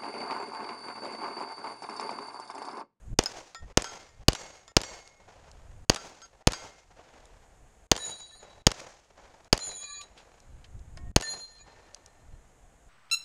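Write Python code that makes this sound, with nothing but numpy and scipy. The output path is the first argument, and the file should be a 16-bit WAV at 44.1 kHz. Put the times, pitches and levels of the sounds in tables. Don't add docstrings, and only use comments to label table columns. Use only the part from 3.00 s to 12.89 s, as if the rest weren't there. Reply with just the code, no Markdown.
import sys
import numpy as np
from scipy import signal
from scipy.fft import rfft, irfft
from scipy.io import wavfile
from scipy.ndimage import uniform_filter1d, minimum_filter1d, map_coordinates

SR = 44100
rng = np.random.default_rng(int(sys.argv[2]) if len(sys.argv) > 2 else 0)


def generate_wav(signal):
    frames = np.transpose(np.atleast_2d(signal))
    scaled = np.clip(frames, -1, 1) * 32767
    pcm = np.round(scaled).astype(np.int16)
    wavfile.write(sys.argv[1], SR, pcm)


N = 436149


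def amp(db):
    return 10 ** (np.asarray(db) / 20)


def unit(x):
    return x / np.sqrt(np.mean(x ** 2) + 1e-20)


def decay(t, t60_s):
    return np.exp(-np.log(1000) * t / t60_s)


def add(mix, start_s, sound):
    part = mix[max(round(start_s * SR), 0):][:len(sound)]
    part += sound[:len(part)]


def colour(x, points, size=8192):
    hz, db = np.transpose(points)
    bin_hz = np.fft.rfftfreq(size, 1 / SR)
    gain_db = np.interp(np.log(bin_hz + 1), np.log(hz), db)
    cepstrum = irfft(np.log(amp(gain_db)))
    cepstrum[1:size // 2] *= 2
    cepstrum[size // 2 + 1:] = 0
    taps = irfft(np.exp(rfft(cepstrum)))[:size // 2]
    taps /= np.linalg.norm(taps)
    return signal.fftconvolve(x, taps)[:len(x)]


def dull(x, edge_hz, order=1):
    b, a = signal.butter(order, edge_hz, fs=SR)
    return signal.lfilter(b, a, x)


def drift(size, knots_per_s):
    t = np.arange(size) / SR
    knots = rng.standard_normal(256)
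    return map_coordinates(knots, [t * knots_per_s], order=3, mode="mirror")


# (time of peak [s], level [dB], swell time constant [s])
GUSTS = [(0.132, -30.5, 0.041), (.635, -33, 0.016), (1.21, -41.5, 0.049), (2.83, -46, .33),
         (4.45, -58, 0.15), (5.62, -53.5, 0.08), (7.56, -42, 0.059), (7.77, -40, 0.053), (8.11, -34.5, .16),
         (8.65, -51, 0.14), (9.34, -46, 0.1)]
# (frequency [Hz], level [dB])
WIND_SPECTRUM = [(12, -4.5), (30, 1.5), (55, -0.5), (120, -9.5), (220, -23.5), (400, -33), (1000, -57.5),
                 (5000, -93)]
# (frequency [Hz], level [dB])
AIR_SPECTRUM = [(88, -31.5), (150, -8), (361, -9.5), (398, -11.5), (448, -6.5), (589, -9.5), (716, -6),
                (998, -13.5), (1720, -16), (4670, -29), (5910, -27), (6640, -16.5), (12700, -37),
                (16000, -57.5)]
AIR_DB = -63.5
GUST_DROP_S = 0.04
BREEZE_DB, BREEZE_SWING_DB, BREEZE_KNOTS_PER_S = -60.5, 3.5, 17


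def outdoors():
    t = np.arange(N) / SR
    breeze_db = BREEZE_DB + BREEZE_SWING_DB * drift(N, BREEZE_KNOTS_PER_S)
    power = amp(breeze_db) ** 2
    for peak_s, db, swell_s in GUSTS:
        time_constants = np.maximum((peak_s - t) / swell_s, (t - peak_s) / GUST_DROP_S)
        power += (amp(db) * np.exp(-time_constants)) ** 2
    wind = np.sqrt(power) * colour(rng.standard_normal(N), WIND_SPECTRUM)
    hush = amp(AIR_DB) * colour(rng.standard_normal(N), AIR_SPECTRUM)
    return wind + hush


# (frequency [Hz], level [dB])
IMPACT_RESPONSE = [(100, -0.5), (7000, 1.5), (9500, -5), (11500, -9), (13000, -32.5), (16000, -42)]


def tick(hz, t60_s, q=1.43):
    t = np.arange(SR // 3) / SR
    b, a = signal.iirpeak(hz, q, SR)
    noise = signal.lfilter(b, a, rng.standard_normal(len(t)))
    return unit(colour(noise, IMPACT_RESPONSE)) * decay(t, t60_s)


# (time [s], level [dB])
CASES = [(1.569, -42), (2.076, -35.5), (2.515, -43.5), (4.255, -45.5), (6.446, -46), (7.402, -45.5),
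         (7.793, -54.5), (8.946, -32), (9.061, -39.5)]
CASE_HZ, CASE_T60_S = 6000, 0.011
# (time [s], level [dB], pitch [Hz], t60 [s])
KNOCKS = [(5.7174, -4.5, 1630, 0.012), (5.803, -24, 4530, 0.0085), (7.013, -37, 3860, 0.056),
          (7.035, -48.5, 7020, 0.027), (7.176, -49.5, 3030, 0.19), (7.643, -48.5, 2464, 0.058)]


def debris():
    out = np.zeros(N)
    for start_s, db in CASES:
        add(out, start_s, amp(db) * tick(CASE_HZ, CASE_T60_S))
    for start_s, db, hz, t60_s in KNOCKS:
        add(out, start_s, amp(db) * tick(hz, t60_s))
    return out


def brush(x, wet_db=-11, t60_s=0.1):
    t = np.arange(SR // 2) / SR
    tail = rng.standard_normal(len(t)) * decay(t, t60_s)
    tail /= np.linalg.norm(tail)
    return x + amp(wet_db) * signal.fftconvolve(x, tail)[:len(x)]


STEEL_MODES = { "plate": [(1355, 1.5, 0.36), (1520, -2, .33), (2120, -13, .8), (3220, -5, .35),
               (4740, -0.5, 0.35), (5175, -4, 0.24), (5781, -20, 0.29), (6500, 2, 0.3), (7795, -9.5, 0.23)],
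               "post": [(1504, -11.5, .1), (2650, -29, 0.072), (5110, 8, 0.027), (6700, -12, 0.073)],
               "fallen steel": [(707, -3.5, 1), (1080, -4.5, 0.48), (1850, -10.5, 0.99), (2207, -15, 0.33)],
               "disc": [(2157, -8.5, 0.84), (4510, -3.5, 0.47), (5840, -2, 0.32), (6596, -2, 0.58),
               (7530, -5, 0.35)], "rack": [(1341, -5.5, 0.2336), (1850, -7.5, 0.39), (3580, -10.5, .15),
               (3330, -14.5, 0.17), (4914, -3, 0.11), (5176, -8.5, 0.153), (7040, -4.5, 0.173),
               (7560, -25, .2)], "left popper": [(1775, -6, 0.33), (3325, -27.5, 1.2), (3906, -2, 0.89),
               (4100, -8, 0.49), (4254, -22, 0.97), (4620, -18, 0.89), (6530, -14, 1), (6814, -2, 0.56),
               (6880, 2.5, 0.51), (8620, -11, 0.31), (9060, -6, 0.57), (11100, -18, 0.33),
               (12500, -28, 0.43)], "middle popper": [(1860, -29, 2.6), (2400, -23.5, 3),
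               (3351, -14.5, 1.1), (3933, -13, 2.1), (4125, 4.5, 0.43), (4650, -20.5, 1.5),
               (6530, -10, 1.25), (6880, 2.5, 1.07), (6980, 9.5, 0.43), (9060, -4.5, 0.85),
               (10590, -9.5, 0.54)], "popper base": [(1153, -4.5, 4.4), (1710, -4.5, 1.9), (2430, -2, 1.5),
               (3917, 3, 1.2), (4120, 1.5, 2.2), (4590, -0.5, 1.3), (6843, 10.5, 1.9)],
               "right popper": [(1790, 5.5, 0.29), (1800, -33.5, 3.2), (4128, -40, 3.2), (3405, -12, 0.56),
               (4100, -9, 0.58), (4170, 4.5, 0.57), (4650, -7, 0.53), (6600, -2, 0.37), (6750, 5.5, 0.47),
               (9040, -8, 0.37), (10690, -3.5, 0.49)]}


def steel_ring(target, t, bloom_s=0.028):
    ring = np.zeros(len(t))
    for hz, db, t60_s in STEEL_MODES[target]:
        flutter_db = 1.4 * drift(len(t), 70) + drift(len(t), 20)
        twin_hz = hz + rng.uniform(8, 26)
        twin = np.sin(2 * np.pi * (twin_hz * t + rng.random()))
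        pair = np.sin(2 * np.pi * hz * t) + 0.35 * twin
        if "popper" in target:
            lobe_hz = rng.uniform(6, 11)
            lobes = 1 + 0.5 * np.sin(2 * np.pi * (lobe_hz * t + rng.random()))
            pair *= lobes * (1 - np.exp(-t / bloom_s))
        ring += amp(db + flutter_db) * decay(t, t60_s) * pair
    return ring


# (time [s], target, smack level [dB], ring level [dB], time until damping [s])
STRIKES = [(0.2593, "post", -11.5, -11.5, .2), (.547, "rack", -30.5, -35.5, 0.1),
           (0.8429, "plate", -12.5, -29.5, .5), (1.091, "rack", -51, -55.5, 0.23),
           (1.3504, "disc", -9.5, -29.5, 0.48), (1.679, "rack", -39.5, -46, .2),
           (1.8345, "disc", -12, -27, 0.42), (2.9605, "plate", -8, -33.5, 0.25),
           (3.218, "plate", -37.5, -46.5, 0.036), (3.5336, "plate", -9, -29, 0.29),
           (4.9768, "left popper", -12.5, -20.5, 1.6), (5.309, "left popper", -48, -44, 0.13),
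           (6.5911, "middle popper", -18, -25, 0.45), (6.8, "popper base", -62, -43.5, 0.213),
           (7.973, "fallen steel", -39.5, -51.5, 0.29), (8.2231, "right popper", -9, -23, 1.2),
           (8.584, "popper base", -47, -54, 0.032)]


def steel(smack_hz=4800, smack_t60_s=0.011, thud_db=-5, thud_hz=1000, thud_t60_s=0.045,
          settle_s=0.011, grounded_gain=0.047):
    out = np.zeros(N)
    t = np.arange(3 * SR // 2) / SR
    for start_s, target, smack_db, ring_db, free_s in STRIKES:
        settling = np.exp(-np.maximum(t - free_s, 0) / settle_s)
        damping = grounded_gain + (1 - grounded_gain) * settling
        hit = amp(ring_db) * steel_ring(target, t) * damping
        thud = amp(thud_db) * tick(thud_hz, thud_t60_s, q=1)
        add(hit, 0, amp(smack_db) * (tick(smack_hz, smack_t60_s) + thud))
        add(out, start_s, brush(hit))
    return out


# (frequency [Hz], level [dB])
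CRACK_SPECTRUM = [(100, -12), (900, -2), (1400, -5.5), (2300, -6.5), (3000, -0.5), (3900, -8), (4700, 2.5),
                  (5500, -4), (6500, -2.5), (7300, -9), (9000, -9), (10200, -21.5), (12500, -23.5),
                  (16000, -45)]


def blast(crack_db, push_db, gap_ms, push_hz=125, push_s=0.0035, swell_db=-11, swell_hz=40, swell_s=0.009,
          jet_db=3, jet_s=0.0011, jet_edge_hz=2500, shock=2.8, second_shock=7.2, second_edge_hz=4000,
          suction_db=20, suction_hz=400, suction_s=0.00079, port_hz=6600, port_q=30, port_db=0):
    t = np.arange(SR // 20) / SR
    gap = round(gap_ms * SR / 1000)
    late = np.maximum(t - t[gap], 0)
    jet = amp(jet_db) * np.exp(-t / jet_s) * rng.choice([-1, 1], len(t))
    gas = jet - dull(jet, jet_edge_hz)
    fronts = shock * (t == 0) + second_shock * dull(t == t[gap], second_edge_hz)
    crack = colour(fronts + gas, CRACK_SPECTRUM)
    b, a = signal.iirpeak(port_hz, port_q, SR)
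    crack += amp(port_db) * signal.lfilter(b, a, crack)
    push = np.sin(2 * np.pi * push_hz * t) * np.exp(-t / push_s)
    swell = amp(swell_db) * np.sin(2 * np.pi * swell_hz * late) * np.exp(-late / swell_s)
    suction = amp(suction_db) * np.sin(2 * np.pi * suction_hz * late) * np.exp(-late / suction_s)
    return amp(crack_db) * crack + amp(push_db) * (push - swell) - suction


# (delay [s], rise time constant [s], t60 [s], level before echo spectrum [dB], treble edge [Hz])
SCATTER = [(.003, 0.00067, 0.11, -6.5, 3500), (.03, 0.044, 0.59, -23, 7000),
           (0.091, 0.077, .35, -27, 15000), (0.139, 0.025, 0.25, -19, 600), (.43, 0.0064, .15, -43.5, 1400),
           (.509, 0.0047, .12, -37.5, 800), (0.469, .05, 2, -46, 1718)]
# (frequency [Hz], level [dB])
ECHO_SPECTRUM = [(60, -3.5), (250, -8), (500, 1), (800, 1.5), (1200, -4), (2000, -5.5), (3800, -8.5),
                 (5000, -6.5), (6600, -4), (7600, -10.5), (10000, -20.5), (13000, -30.5)]


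def scatter():
    t = np.arange(2 * SR) / SR
    out = np.zeros(len(t))
    for delay_s, rise_s, t60_s, db, edge_hz in SCATTER:
        age = np.maximum(t - delay_s, 0)
        clumps_db = 2.7 * drift(len(t), 120) + 1.8 * drift(len(t), 30)
        clumps_db += 4 * rng.standard_normal(len(t))
        echoes = unit(rng.standard_normal(len(t)) * amp(clumps_db))
        envelope = (1 - np.exp(-age / rise_s)) * decay(age, t60_s)
        out += amp(db) * dull(echoes, edge_hz) * envelope
    return colour(out, ECHO_SPECTRUM)


# (time [s], crack level [dB], low push level [dB], second front delay [ms], echo level [dB])
SHOTS = [(0.1887, 10.5, 7.5, 2.44, 1), (.7730, 11, 9.5, 2.84, 0.5), (1.2834, 15, 17, 2.73, 1.5),
         (1.7670, 13.5, 12, 2.92, 1), (2.8969, 14, 10.5, 3.24, 1), (3.4717, 13, 16, 3.15, 1),
         (4.9157, 14, 8.5, 2.8, 1.5), (5.6677, 15.5, 14.5, 3.77, 0.5), (6.5283, 13, 10.5, 3, -1.5),
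         (8.162, 14.5, 15.5, 3.03, 0)]
# (delay [s], level [dB], treble edge [Hz])
REFLECTIONS = [(.0062, -23.5, 1800), (.0105, -28, 3018), (.038, -28.5, 4010), (0.048, -26.5, 3020)]
SLIDE_DELAY_S = 0.0485


def pistol(slide_db=-9, slide_hz=6500, slide_t60_s=0.014):
    out = np.zeros(N)
    for start_s, crack_db, push_db, gap_ms, echo_db in SHOTS:
        shot = blast(crack_db, push_db, gap_ms)
        add(out, start_s, shot)
        thin = shot - dull(shot, edge_hz=250)
        for delay_s, db, edge_hz in REFLECTIONS:
            add(out, start_s + delay_s, amp(db + echo_db) * dull(thin, edge_hz))
        add(out, start_s, amp(echo_db) * scatter())
        snap = amp(slide_db) * tick(slide_hz, slide_t60_s, q=1)
        add(out, start_s + SLIDE_DELAY_S, snap)
    return out


def scene():
    return (outdoors() + debris() + steel() + pistol())[None]


def record(dry, overload_db=20, limit_db=-1.5, ahead_s=0.046, recover_s=0.34, band_edge_hz=16400):
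    x = dry[0] / (1 + (dry[0] / amp(overload_db)) ** 6) ** (1 / 6)
    over_db = np.maximum(20 * np.log10(abs(x) + 1e-9) - limit_db, 1e-9)
    ahead = int(ahead_s * SR) // 2 * 2 + 1
    over_db = -minimum_filter1d(-over_db, ahead, origin=-(ahead // 2))
    fall = np.arange(N) / SR / recover_s
    duck_db = np.exp(np.maximum.accumulate(np.log(over_db) + fall) - fall)
    x = x / amp(uniform_filter1d(duck_db, size=64))
    low_pass = signal.firwin(255, band_edge_hz, window=("kaiser", 9), fs=SR)
    return signal.oaconvolve(x, low_pass, "same")[None]


dry = scene()
out = record(dry)
generate_wav(out)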